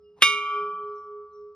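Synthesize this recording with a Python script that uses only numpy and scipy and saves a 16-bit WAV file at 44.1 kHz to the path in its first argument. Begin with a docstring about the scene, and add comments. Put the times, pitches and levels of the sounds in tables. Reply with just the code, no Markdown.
"""A steel tank bell under a porch

A bell cut from a diving tank still hums from an earlier blow when its clapper strikes once.
The impact gives a hard, broadband clank and excites the normal modes of the wall; close pairs
of modes beat as they decay. The porch reverberates, and a small bird chirps far off in quiet air.
An automatic gain control ducks under the blow, then recovers."""
import sys
import numpy as np
from scipy import signal
from scipy.fft import rfft, irfft, next_fast_len
from scipy.io import wavfile
from scipy.ndimage import uniform_filter1d, minimum_filter1d, map_coordinates

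SR = 44100
rng = np.random.default_rng(int(sys.argv[2]) if len(sys.argv) > 2 else 0)


def wav_record(signal):
    """Record a signal, one row per channel, as 16-bit PCM in the file named by sys.argv[1]."""
    frames = np.transpose(np.atleast_2d(signal))
    bounded = np.clip(frames, -1, 1)
    # unit amplitude maps onto the largest positive 16-bit level
    quanta = np.round(bounded * 32767).astype(np.int16)
    wavfile.write(sys.argv[1], SR, quanta)


N = 68355
STRIKE_S = .2213


def amp(db):
    """Amplitude ratio of a level in decibels."""
    return 10 ** (np.asarray(db) / 20)


def along(points, hz):
    """Interpolation of (frequency_hz, value) points on a logarithmic frequency axis."""
    knots_hz, values = np.transpose(points)
    return np.interp(np.log(hz + 1), np.log(knots_hz + 1), values)


def clock():
    """Sample times in seconds."""
    return np.arange(N) / SR


def filtered(x, response):
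    """Linear filtering: the spectrum is multiplied by a frequency response."""
    size = next_fast_len(N + SR // 2)
    return irfft(rfft(x, size) * response(np.fft.rfftfreq(size, 1 / SR)), size)[..., :N]


def noise(spectrum, side_db):
    """Partly coherent stereo noise of rms 1: sum and difference of two coloured noises."""
    mid, side = filtered(rng.standard_normal((2, N)), lambda hz: amp(along(spectrum, hz)))
    pair = np.array([mid + amp(side_db) * side, mid - amp(side_db) * side])
    return pair / np.sqrt(np.mean(pair ** 2) + 1e-20)


def fade(t, t60, rise_s):
    """Envelope of a damped vibration: a quick rise, then a fall of 60 dB in t60 seconds."""
    return (1 - np.exp(-t / rise_s)) * amp(-60 * t / t60)


def wobble(knots_per_s):
    """Slow random modulation: a spline through Gaussian values."""
    return map_coordinates(rng.standard_normal(64), [1 + clock() * knots_per_s], mode="mirror")


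def reverberation(x, decay):
    """Diffuse reflections: convolution with a noise tail whose decay time depends on frequency."""
    hz, t, spectra = signal.stft(rng.standard_normal(SR // 2), SR, nperseg=256)
    tail = signal.istft(spectra * amp(-60 * t / along(decay, hz)[:, None]), SR, nperseg=256)[1]
    return signal.fftconvolve(np.atleast_2d(x), tail[None] / np.linalg.norm(tail), axes=1)[:, :N]


def outdoors():
    """Ambient noise: steady air and a dull rumble that swells and sinks."""
    # spectrum of the air: frequency_hz, relative_density_db
    air_spectrum = [(25, -32), (50, -15), (72, 0), (100, -10), (140, -19), (185, -9), (260, -19),
                    (500, -22), (900, -31), (2000, -39), (4000, -42), (5400, -37), (7000, -54),
                    (16000, -60)]
    # spectrum of the rumble: frequency_hz, relative_density_db
    rumble_spectrum = [(60, -13.5), (130, -14), (180, 5), (205, -1.5), (260, -20), (500, -24), (820, -21),
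                       (1100, -30), (2500, -60), (6000, -120)]
    # envelope of the rumble: time_s, level_db
    swell = [(0, -80), (.15, -72), (.45, -75), (.56, -70), (.63, -62), (.75, -67), (.84, -64.5), (.95, -81),
             (1.55, -85)]
    swell_db = np.interp(clock(), *np.transpose(swell))
    air = amp(-72) * noise(air_spectrum, side_db=-20)
    return air + amp(swell_db) * noise(rumble_spectrum, side_db=-21)


def bird(chirp_s=.06):
    """Falling whistles from a distance, where the yard's reverberant field outweighs the direct sound."""
    # chirps: start_s, start_hz, end_hz, relative_level_db
    chirps = [(0, 5400, 5000, -77), (.03, 2900, 2820, -70), (.8, 4700, 3850, -80), (.86, 5600, 4900, -78),
              (.9, 4700, 3700, -80), (.94, 6400, 5250, -72), (1.29, 4800, 3700, -83),
              (1.32, 6400, 5150, -73)]
    # reverberation of the yard: frequency_hz, t60_s
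    yard_decay = [(3000, .5), (7000, .55)]
    song = np.zeros(N)
    for start_s, start_hz, end_hz, db in chirps:
        progress = np.clip((clock() - start_s) / chirp_s, 0, 1)
        hz = end_hz + (start_hz - end_hz) * (1 - progress) ** 2
        song += amp(db) * np.sin(np.pi * progress) * np.sin(2 * np.pi * np.cumsum(hz) / SR)
    return amp(-4) * song + amp(2) * reverberation(song, yard_decay)


def earlier_ring():
    """Free decay of two wall modes excited by the earlier blow."""
    # modes still ringing: pitch_hz, level_db, t60_s
    modes = [(1153.5, -78, 1.85), (1305.5, -73, 1.2)]
    t = clock()
    return sum(amp(db - 60 * t / t60) * np.sin(2 * np.pi * hz * t) for hz, db, t60 in modes)


def hum(t, pan_db, earlier_db=-23, earlier_t60_s=6):
    """Beating: the two lowest modes start in antiphase and swell as they drift into step."""
    since_s = clock() - STRIKE_S
    earlier = np.where(since_s < 0, amp(earlier_db - 60 * since_s / earlier_t60_s), 0)

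    def mode(hz, db, t60):
        return amp(db) * (earlier + fade(t, t60, rise_s=.001)) * np.sin(2 * np.pi * hz * since_s)

    pair = mode(hz=417.6, db=-32.5, t60=6.1) - mode(hz=413.9, db=-37, t60=7.2)
    return amp([[pan_db / 2], [-pan_db / 2]]) * pair


def shimmer(t, count, level_db=-18):
    """High modal density: many weak modes at random pitches, the higher ones tending to die sooner."""
    # spectral envelope of the high modes: frequency_hz, relative_level_db
    spectrum = [(3500, -8.5), (4500, -7), (6300, 2.5), (6800, -6), (7350, 3.5), (8000, -5.5), (8800, -9.5),
                (9300, 1.5), (10000, -1.5), (11000, -10), (12500, -9.5), (13500, -15), (16000, -28.5)]
    low_hz, high_hz = spectrum[0][0], spectrum[-1][0]
    offsets, phases, lifetimes = rng.random((3, count))
    pitches_hz = low_hz + (high_hz - low_hz) * (np.arange(count) + offsets) / count
    gains = amp(along(spectrum, pitches_hz) + 3 * rng.standard_normal(count))
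    t60s = .28 * (8000 / pitches_hz) ** .35 * 2 ** (lifetimes - .5)
    ring = sum(gain * fade(t, t60, rise_s=.0015) * np.sin(2 * np.pi * (hz * t + phase))
               for hz, gain, t60, phase in zip(pitches_hz, gains, t60s, phases))
    return amp(level_db) * ring / np.linalg.norm(gains)


def clapper(t):
    """Impact noise: after a faint scrape, brief contact gives a broadband clank and a thud."""
    # scrape of the swinging clapper: frequency_hz, relative_density_db
    scrape_spectrum = [(100, -14), (200, 0), (350, -6), (600, -12), (1000, -1), (1500, -20), (3600, -24),
                       (6000, -32), (16000, -48)]
    # clank of the contact: frequency_hz, relative_density_db
    clank_spectrum = [(40, -36), (150, -25), (240, -9), (500, -11), (640, -15), (770, -6), (950, -19),
                      (1300, 5.5), (1800, -3), (2300, 2), (3700, 2), (4600, -12), (7300, -14),
                      (8500, -20.5), (9800, -12), (12500, -23), (16000, -30)]
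    # dull push of the blow: frequency_hz, relative_density_db
    thud_spectrum = [(25, -24), (45, -16), (70, 1), (105, 0), (150, -20), (185, 0), (300, -18), (1000, -45),
                     (3000, -120)]
    swing_at_s, swing_width_s, lead_in_s = .19, .02, .004
    rise_s, hold_s, t60_s = .0002, .006, .06  # envelope of the impact
    swing = amp(-58) * np.exp(-((clock() - swing_at_s) / swing_width_s) ** 2)
    scrape = swing * noise(scrape_spectrum, side_db=-17)
    lead_in = amp(-29) * np.exp(-np.abs(clock() - STRIKE_S) / lead_in_s)  # short rise into the clank
    impact = amp(-7 - 60 * np.maximum(t - hold_s, 0) / t60_s) * (1 - np.exp(-t / rise_s))
    clank = (lead_in + impact) * noise(clank_spectrum, side_db=-15)
    thud = amp(-43) * fade(t, t60=.7, rise_s=.005) * noise(thud_spectrum, side_db=-24)
    return scrape + clank + thud


def wall(t, rise_s, travel_s, sway_db=.6):
    """Normal modes: each sets in as the bending wave spreads round the tank and wavers as it swings."""
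    # modes of the steel wall: pitch_hz, level_db, t60_s, left_minus_right_db
    modes = [(1153.5, -13.5, 1.85, 0), (1157.3, -38, 1.4, 0), (1304.8, -24.5, 1.57, 0),
             (1311.8, -40, 2.1, 2.5), (1424.6, -41.5, 1.4, 0.5), (1427.2, -30, 1.5, -3), (1570, -66, 2, 0),
             (2005, -42, .55, 2.5), (2201, -9, .52, -6), (2202, -48, 1.6, -1), (2353.6, -15.5, .68, -8),
             (2373.6, -19, .75, 5.5), (2379.1, -16, .56, -0.5), (2817.4, -16.5, .3, 1),
             (2824.6, -8.5, .45, -3), (3116, -29.5, .92, -3), (3140.4, -21, .68, -10), (3137, -38, 1.1, -2),
             (3531, -27.5, .62, 1), (3657, -11, .19, -1.5), (3696, -28, .52, -1.5), (3713.5, -9.5, .33, -2),
             (4010, -29, .5, -3), (4556, -27, .24, -2.5), (4856, -23.5, .25, -0.5), (4894, -20, .35, -4.5),
             (4998, -39.5, .75, 4), (5154, -19.5, .22, 3.5), (5160, -43.5, .75, 2), (5096, -42, .7, 4),
             (5600, -28, .32, -0.5), (5803, -30, .45, -0.5), (6179, -21, .3, 2), (6268, -32, .5, 0),
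             (6350, -32.5, .42, -4), (6864, -42, .6, 0), (8250, -46, .45, 0), (8730, -50, .45, 0),
             (9260, -45, .42, 0), (9846, -39, .33, 0), (10060, -43, .33, 0), (10480, -48, .42, -0.5)]
    lowest_hz = modes[0][0]
    ring = np.zeros((2, N))
    for hz, db, t60, pan_db in modes:
        delay_s = travel_s * (np.sqrt(hz / lowest_hz) - 1)
        age_s = np.maximum(t - delay_s, 0)
        sway = amp(sway_db * np.array([wobble(knots_per_s=9) for _ in range(2)]))
        gains = amp([[db + pan_db / 2], [db - pan_db / 2]])
        ring += gains * sway * fade(age_s, t60, rise_s) * np.sin(2 * np.pi * hz * age_s)
    return ring


def scene():
    """Superposition of bell, porch and background, widened by a frequency-dependent phase shift."""
    # reverberation of the porch: frequency_hz, t60_s
    porch_decay = [(100, .3), (800, .42), (2000, .28), (4400, .38), (7000, .26), (12000, .2)]
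    # stereo widening, the phase shift between left and right channels: frequency_hz, left_lead_rad
    phase_lead = [(0, 0), (1200, .15), (2200, 0.57), (3100, 1.45), (3700, 1.11), (5000, .6), (6200, 1.97),
                  (7050, 3), (7600, 3.25), (8500, 4.8), (10000, 7), (11500, 7.5), (12500, 7.5),
                  (13200, 9.4), (13900, 9.5), (15500, 10.5)]
    t = np.maximum(clock() - STRIKE_S, 0)  # seconds since the strike
    blow = clapper(t) + shimmer(t, count=150) + wall(t, rise_s=.0003, travel_s=.001)
    bell = blow + hum(t, pan_db=-1.6) + earlier_ring()
    sound = bell + amp(-20) * reverberation(blow, porch_decay) + bird() + outdoors()
    share = np.array([[.5], [-.5]])  # left advances by half the lead, right lags by half
    return filtered(sound, lambda hz: np.exp(1j * share * np.interp(hz, *np.transpose(phase_lead))))


def record(dry, limit_db=-9.5, hold_s=.19, recover_db_per_s=50, top_hz=16300):
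    """Automatic gain control ducks, holds and recovers; soft saturation and a band limit follow."""
    power = np.abs(uniform_filter1d(np.mean(dry ** 2, axis=0), size=441))  # 10 ms average
    needed_db = np.minimum(limit_db - 10 * np.log10(power + 1e-12), 0)
    hold_samples = int(hold_s * SR) | 1
    held_db = minimum_filter1d(needed_db, hold_samples, origin=hold_samples // 2, mode="nearest")
    ramp_db = recover_db_per_s * clock()
    gain_db = np.minimum.accumulate(held_db - ramp_db) + ramp_db  # rises no faster than the ramp
    ducked = dry * amp(gain_db)
    rounded = ducked / (1 + (ducked / .85) ** 6) ** (1 / 6)
    return filtered(rounded, lambda hz: hz < top_hz)


dry = scene()
out = record(dry)
wav_record(out)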